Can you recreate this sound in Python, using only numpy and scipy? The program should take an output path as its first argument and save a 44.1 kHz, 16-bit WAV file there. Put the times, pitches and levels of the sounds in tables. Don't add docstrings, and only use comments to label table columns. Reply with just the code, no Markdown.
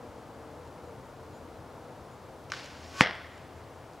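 import sys
import numpy as np
from scipy import signal
from scipy.fft import rfft, irfft, next_fast_len
from scipy.io import wavfile

SR = 44100
rng = np.random.default_rng(int(sys.argv[2]) if len(sys.argv) > 2 else 0)


def wav_out(sig):
    wavfile.write(sys.argv[1], SR, np.round(np.clip(np.atleast_2d(sig).T, -1, 1) * 32767).astype(np.int16))


N = 176400
T = np.arange(N) / SR

# freq_hz, gain_db
WIND_SPECTRUM = [(22, -26), (40, -10.5), (62, -6.5), (80, -3), (100, -2), (125, 0), (190, -7), (290, -4),
                 (390, -5.5), (550, -4), (900, -7), (1400, -14), (2200, -26.5), (4000, -49), (15000, -63)]
# time_s, level_db
WIND_ENVELOPE = [(0, -47.5), (.7, -48), (1.4, -48), (2.0, -48), (2.6, -48), (3.2, -49.5), (3.6, -48.5),
                 (4, -49)]
# freq_hz, gain_db
AIR_SPECTRUM = [(60, -27), (500, -7.5), (2000, 4.5), (4500, 0), (7000, -4), (10000, -8), (15500, -14)]
# time_s, level_db
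HUM_ENVELOPE = [(0, -68), (.7, -58), (1.5, -58), (2.2, -64.5), (2.8, -61.5), (3.55, -53.5), (4, -68)]
# pitch_hz, level_db
DRONE_PARTIALS = [(253.0, -63), (301.5, -65.5), (452.2, -60), (489.9, -59.5), (597.5, -64.5), (904.4, -72)]
# time_s, gain_db
DRONE_ENVELOPE = [(0, 3), (1.3, 1.5), (2.2, -11), (4, -21)]
# start_s, level_db
TICKS = [(.653, -61), (.674, -60), (2.642, -51), (2.659, -51), (2.842, -55), (3.152, -55), (3.377, -55),
         (3.933, -59)]
# freq_hz, gain_db
LEAF_SPECTRUM = [(1500, -12), (4000, 5), (7000, 3), (10000, -9), (15000, -23)]
# centre_s, level_db
BIRD_PEEPS = [(.88, -74), (1.05, -75), (1.36, -68), (2.13, -73), (3.35, -73), (3.58, -76)]

# freq_hz, gain_db
RELEASE_SPECTRUM = [(1000, -19), (2500, 3), (3500, -7), (6000, -2), (7500, -16), (15000, -35)]
# start_s, level_db
STRING_BLOWS = [(2.5186, -31), (2.5194, -18.5)]
# pitch_hz, gain_db, t60_s
BOW_MODES = [(1140, -8.5, 0.014), (1530, -4, 0.016), (1800, -4, 0.0096), (2300, -9, .009),
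             (3080, -12, .008), (4170, -11, 0.0097), (5540, -9, 0.0089), (6950, -16, .008),
             (9500, -26, .004)]
# freq_hz, gain_db
BOW_ECHO_SPECTRUM = [(500, -27), (900, -5), (1200, -2.5), (1550, 1), (1900, -1), (2800, -1.5), (3700, -5),
                     (4600, -3), (5700, -7), (7500, -16.5), (10000, -27), (15000, -40)]
# freq_hz, gain_db
HISS_SPECTRUM = [(300, -21), (900, -5), (2000, 0), (3000, 0), (3700, -3), (4800, 0), (6500, -2.5),
                 (8000, -11.5), (11000, -19), (15000, -28)]
# pitch_hz, gain_db
VANE_WHISTLES = [(1110, -0.5), (1515, -4), (2440, -9.5), (3050, -14)]

# delay_s, level_db
POINT_BLOWS = [(0, 3), (.00075, -9)]
# pitch_hz, gain_db, t60_s
TARGET_MODES = [(135, -17, 0.031), (255, -11.5, 0.018), (497, -16.5, 0.016), (900, -2, 0.0055),
                (2050, 3, 0.0046), (2660, 0, 0.0032), (3120, -7, 0.006), (5000, -18, .003),
                (7700, -23.5, .003), (10600, -31, 0.0018), (13800, -34, .0015)]
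# pitch_hz, gain_db, t60_s
HIT_RING_MODES = [(482, -45, .12), (690, -48, .28), (1535, -44, .25), (1690, -41, 0.22), (1860, -41, .22),
                  (1950, -34, .12), (2230, -46, .2), (2810, -49, .22), (3380, -48, .16)]
# freq_hz, gain_db
RATTLE_SPECTRUM = [(80, -1), (170, 5), (330, -12), (500, 10.5), (1100, 1), (2000, 0), (3500, -5),
                   (5700, -2.5), (7000, -9.5), (10000, -23), (15000, -37)]
# arrival_s, level_db
TRUNK_ECHOES = [(3.0366, -7), (3.0440, -13), (3.0495, -8.5), (3.0612, -6.5), (3.0725, -7), (3.0778, -21),
                (3.0980, -14), (3.1100, -12)]
# freq_hz, gain_db
HIT_ECHO_SPECTRUM = [(70, -20), (170, -6.5), (330, -8), (640, -2.5), (1100, -6), (1500, -2), (1900, 2),
                     (2600, -8), (3300, -6), (3900, -14.5), (5400, -16.5), (6800, -38), (15000, -58)]
# freq_hz, left_minus_right_db
BALANCE = [(200, 4), (700, 3), (1300, 3.5), (2400, 1), (15000, 0.5)]

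RELEASE_S, HIT_S = 2.5005, 3.0087
ARROW_M_PER_S, TARGET_DISTANCE_M = 72, 1.44


def from_db(db):
    return 10 ** (np.asarray(db) / 20)


def unit_rms(x):
    return x / np.sqrt(np.mean(x ** 2) + 1e-20)


def envelope(points):
    return from_db(np.interp(T, *np.transpose(points)))


def coloured(x, spectrum):
    size = next_fast_len(N + SR // 2, True)
    hz, db = np.transpose(spectrum)
    grid_hz = np.maximum(np.arange(size // 2 + 1) * SR / size, 1)
    gain = unit_rms(from_db(np.interp(np.log(grid_hz), np.log(hz), db)))
    cepstrum = irfft(np.log(gain), size)
    cepstrum[1:size // 2] *= 2
    cepstrum[size // 2 + 1:] = 0
    return irfft(rfft(x, size) * np.exp(rfft(cepstrum)), size)[..., :N]


def lowpass(x, cutoff_hz):
    return signal.sosfilt(signal.butter(1, cutoff_hz, fs=SR, output="sos"), x)


def noise(width):
    mid, side = rng.standard_normal((2, N))
    return mid + width * side * np.array([[1], [-1]])


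def narrowband(hz, width_hz):
    radius = np.exp(-np.pi * width_hz / SR)
    poles = [1, -2 * radius * np.cos(2 * np.pi * hz / SR), radius * radius]
    return unit_rms(signal.sosfilt([[1, 0, -1] + poles] * 2, rng.standard_normal(N + SR))[SR:])


def tone(hz, waver_hz):
    pitch_hz = hz + waver_hz * narrowband(40, width_hz=130)
    return np.sqrt(2) * np.sin(2 * np.pi * np.cumsum(pitch_hz) / SR)


def burst(start_s, t60_s):
    return (T >= start_s) * from_db(-60 * np.maximum(T - start_s, 0) / t60_s)


def impulses(rows):
    train = np.zeros(N)
    for start_s, db in rows:
        train[int(start_s * SR)] += from_db(db)
    return train


def ring(blows, modes):
    t = T[:SR // 2]
    response = sum((-1) ** k * from_db(db - 60 * t / t60_s) * np.sin(2 * np.pi * hz * t)
                   for k, (hz, db, t60_s) in enumerate(modes))
    return signal.fftconvolve(blows, response)[:N]


def wind(air_db=-62.5):
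    crowns = envelope(WIND_ENVELOPE) * coloured(noise(width=0.13), WIND_SPECTRUM)
    return crowns + from_db(air_db) * coloured(noise(width=0.31), AIR_SPECTRUM)


def hum(pitch_hz=81.3):
    return envelope(HUM_ENVELOPE) * narrowband(pitch_hz, width_hz=7.6)


def drone():
    partials = sum(from_db(db) * narrowband(hz, width_hz=6.8) for hz, db in DRONE_PARTIALS)
    return envelope(DRONE_ENVELOPE) * partials


def leaves():
    ticks = sum(from_db(db) * burst(start_s, t60_s=0.03) for start_s, db in TICKS)
    return coloured(noise(width=0.19) * ticks, LEAF_SPECTRUM)


def bird(pitch_hz=7000, rise_hz_per_s=7300, half_length_s=0.028):
    peeps = np.zeros(N)
    for centre_s, db in BIRD_PEEPS:
        offset_s = T - centre_s
        swell = np.exp(-np.minimum((offset_s / half_length_s) ** 2, 20))
        peeps += from_db(db) * swell * tone(pitch_hz + rise_hz_per_s * offset_s, waver_hz=90)
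    return peeps


def bow(release_db=-46, slap_s=0.0168, slap_db=-4, echo_db=-41):
    tick = noise(width=0.29) * burst(RELEASE_S, t60_s=0.05)
    release = from_db(release_db) * coloured(tick, RELEASE_SPECTRUM)
    snap = ring(impulses(STRING_BLOWS), BOW_MODES)
    slap = from_db(slap_db) * lowpass(np.interp(T - slap_s, T, snap), cutoff_hz=2200)
    echo = from_db(echo_db) * trunk_scatter(STRING_BLOWS[1][0], BOW_ECHO_SPECTRUM, spread_s=0.25)
    return release + snap + slap + echo


def trunk_scatter(start_s, spectrum, spread_s, echoes_per_s=9000, treble_loss_db_per_s=14):
    age_s = np.maximum(T - start_s, 0)
    arrivals = unit_rms(noise(width=0.15) * (rng.random(N) < echoes_per_s / SR))
    echoes = coloured(arrivals * (T > start_s) / (1 + age_s / spread_s) ** 2, spectrum)
    lows = lowpass(echoes, cutoff_hz=3100)
    return lows + (echoes - lows) * from_db(-treble_loss_db_per_s * age_s)


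def arrow_flight(hiss_db=-38, flutter_db=1.5, flutter_hz=5.7, whistle_db=-36.5, swell_s=0.032):
    to_go_s = np.maximum(HIT_S - T, 0)
    flying = (T > STRING_BLOWS[0][0]) * from_db(-60 * np.maximum(T - HIT_S, 0) / 0.03)
    nearness = TARGET_DISTANCE_M / (TARGET_DISTANCE_M + ARROW_M_PER_S * to_go_s)
    flex_db = flutter_db * np.cos(2 * np.pi * flutter_hz * to_go_s)
    hiss = from_db(hiss_db + flex_db) * nearness * coloured(noise(width=0.1), HISS_SPECTRUM)
    whistle = sum(from_db(whistle_db + db) * tone(hz, waver_hz=15 * hz / VANE_WHISTLES[0][0])
                  for hz, db in VANE_WHISTLES)
    return flying * (hiss + whistle * np.exp(-to_go_s / swell_s))


def target_hit(thump_hz=75, thump_db=-34.5, thump_t60_s=0.029, rattle_db=-23.5, echo_db=-24.5):
    blows = impulses([(HIT_S + delay_s, db) for delay_s, db in POINT_BLOWS])
    crack = ring(blows, TARGET_MODES)
    thump = ring(blows, [(thump_hz, thump_db, thump_t60_s)])
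    ringing = ring(blows, HIT_RING_MODES)
    shake = noise(width=0.14) * burst(HIT_S + 0.004, t60_s=0.075)
    rattle = from_db(rattle_db) * coloured(shake, RATTLE_SPECTRUM)
    near_echoes = coloured(impulses(TRUNK_ECHOES), HIT_ECHO_SPECTRUM)
    scatter = from_db(echo_db) * trunk_scatter(HIT_S + 0.0088, HIT_ECHO_SPECTRUM, spread_s=0.076)
    return crack + thump + ringing + rattle + near_echoes + scatter


def lean_left(stereo, share):
    return np.array([coloured(channel, [(hz, sign * share * db / 2) for hz, db in BALANCE])
                     for channel, sign in zip(stereo, (1, -1))])


def scene():
    shot = bow() + arrow_flight() + target_hit()
    ambience = wind() + hum() + drone() + leaves() + bird()
    return lean_left(shot, share=0.69) + lean_left(ambience, share=1)


def record(dry, low_cut_hz=24, high_cut_hz=16500):
    heard = signal.sosfilt(signal.butter(2, low_cut_hz, "high", fs=SR, output="sos"), dry)
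    clipped = heard / (1 + heard ** 4) ** 0.25
    return signal.sosfilt(signal.cheby2(16, 60, high_cut_hz, fs=SR, output="sos"), clipped)


dry = scene()
out = record(dry)
wav_out(out)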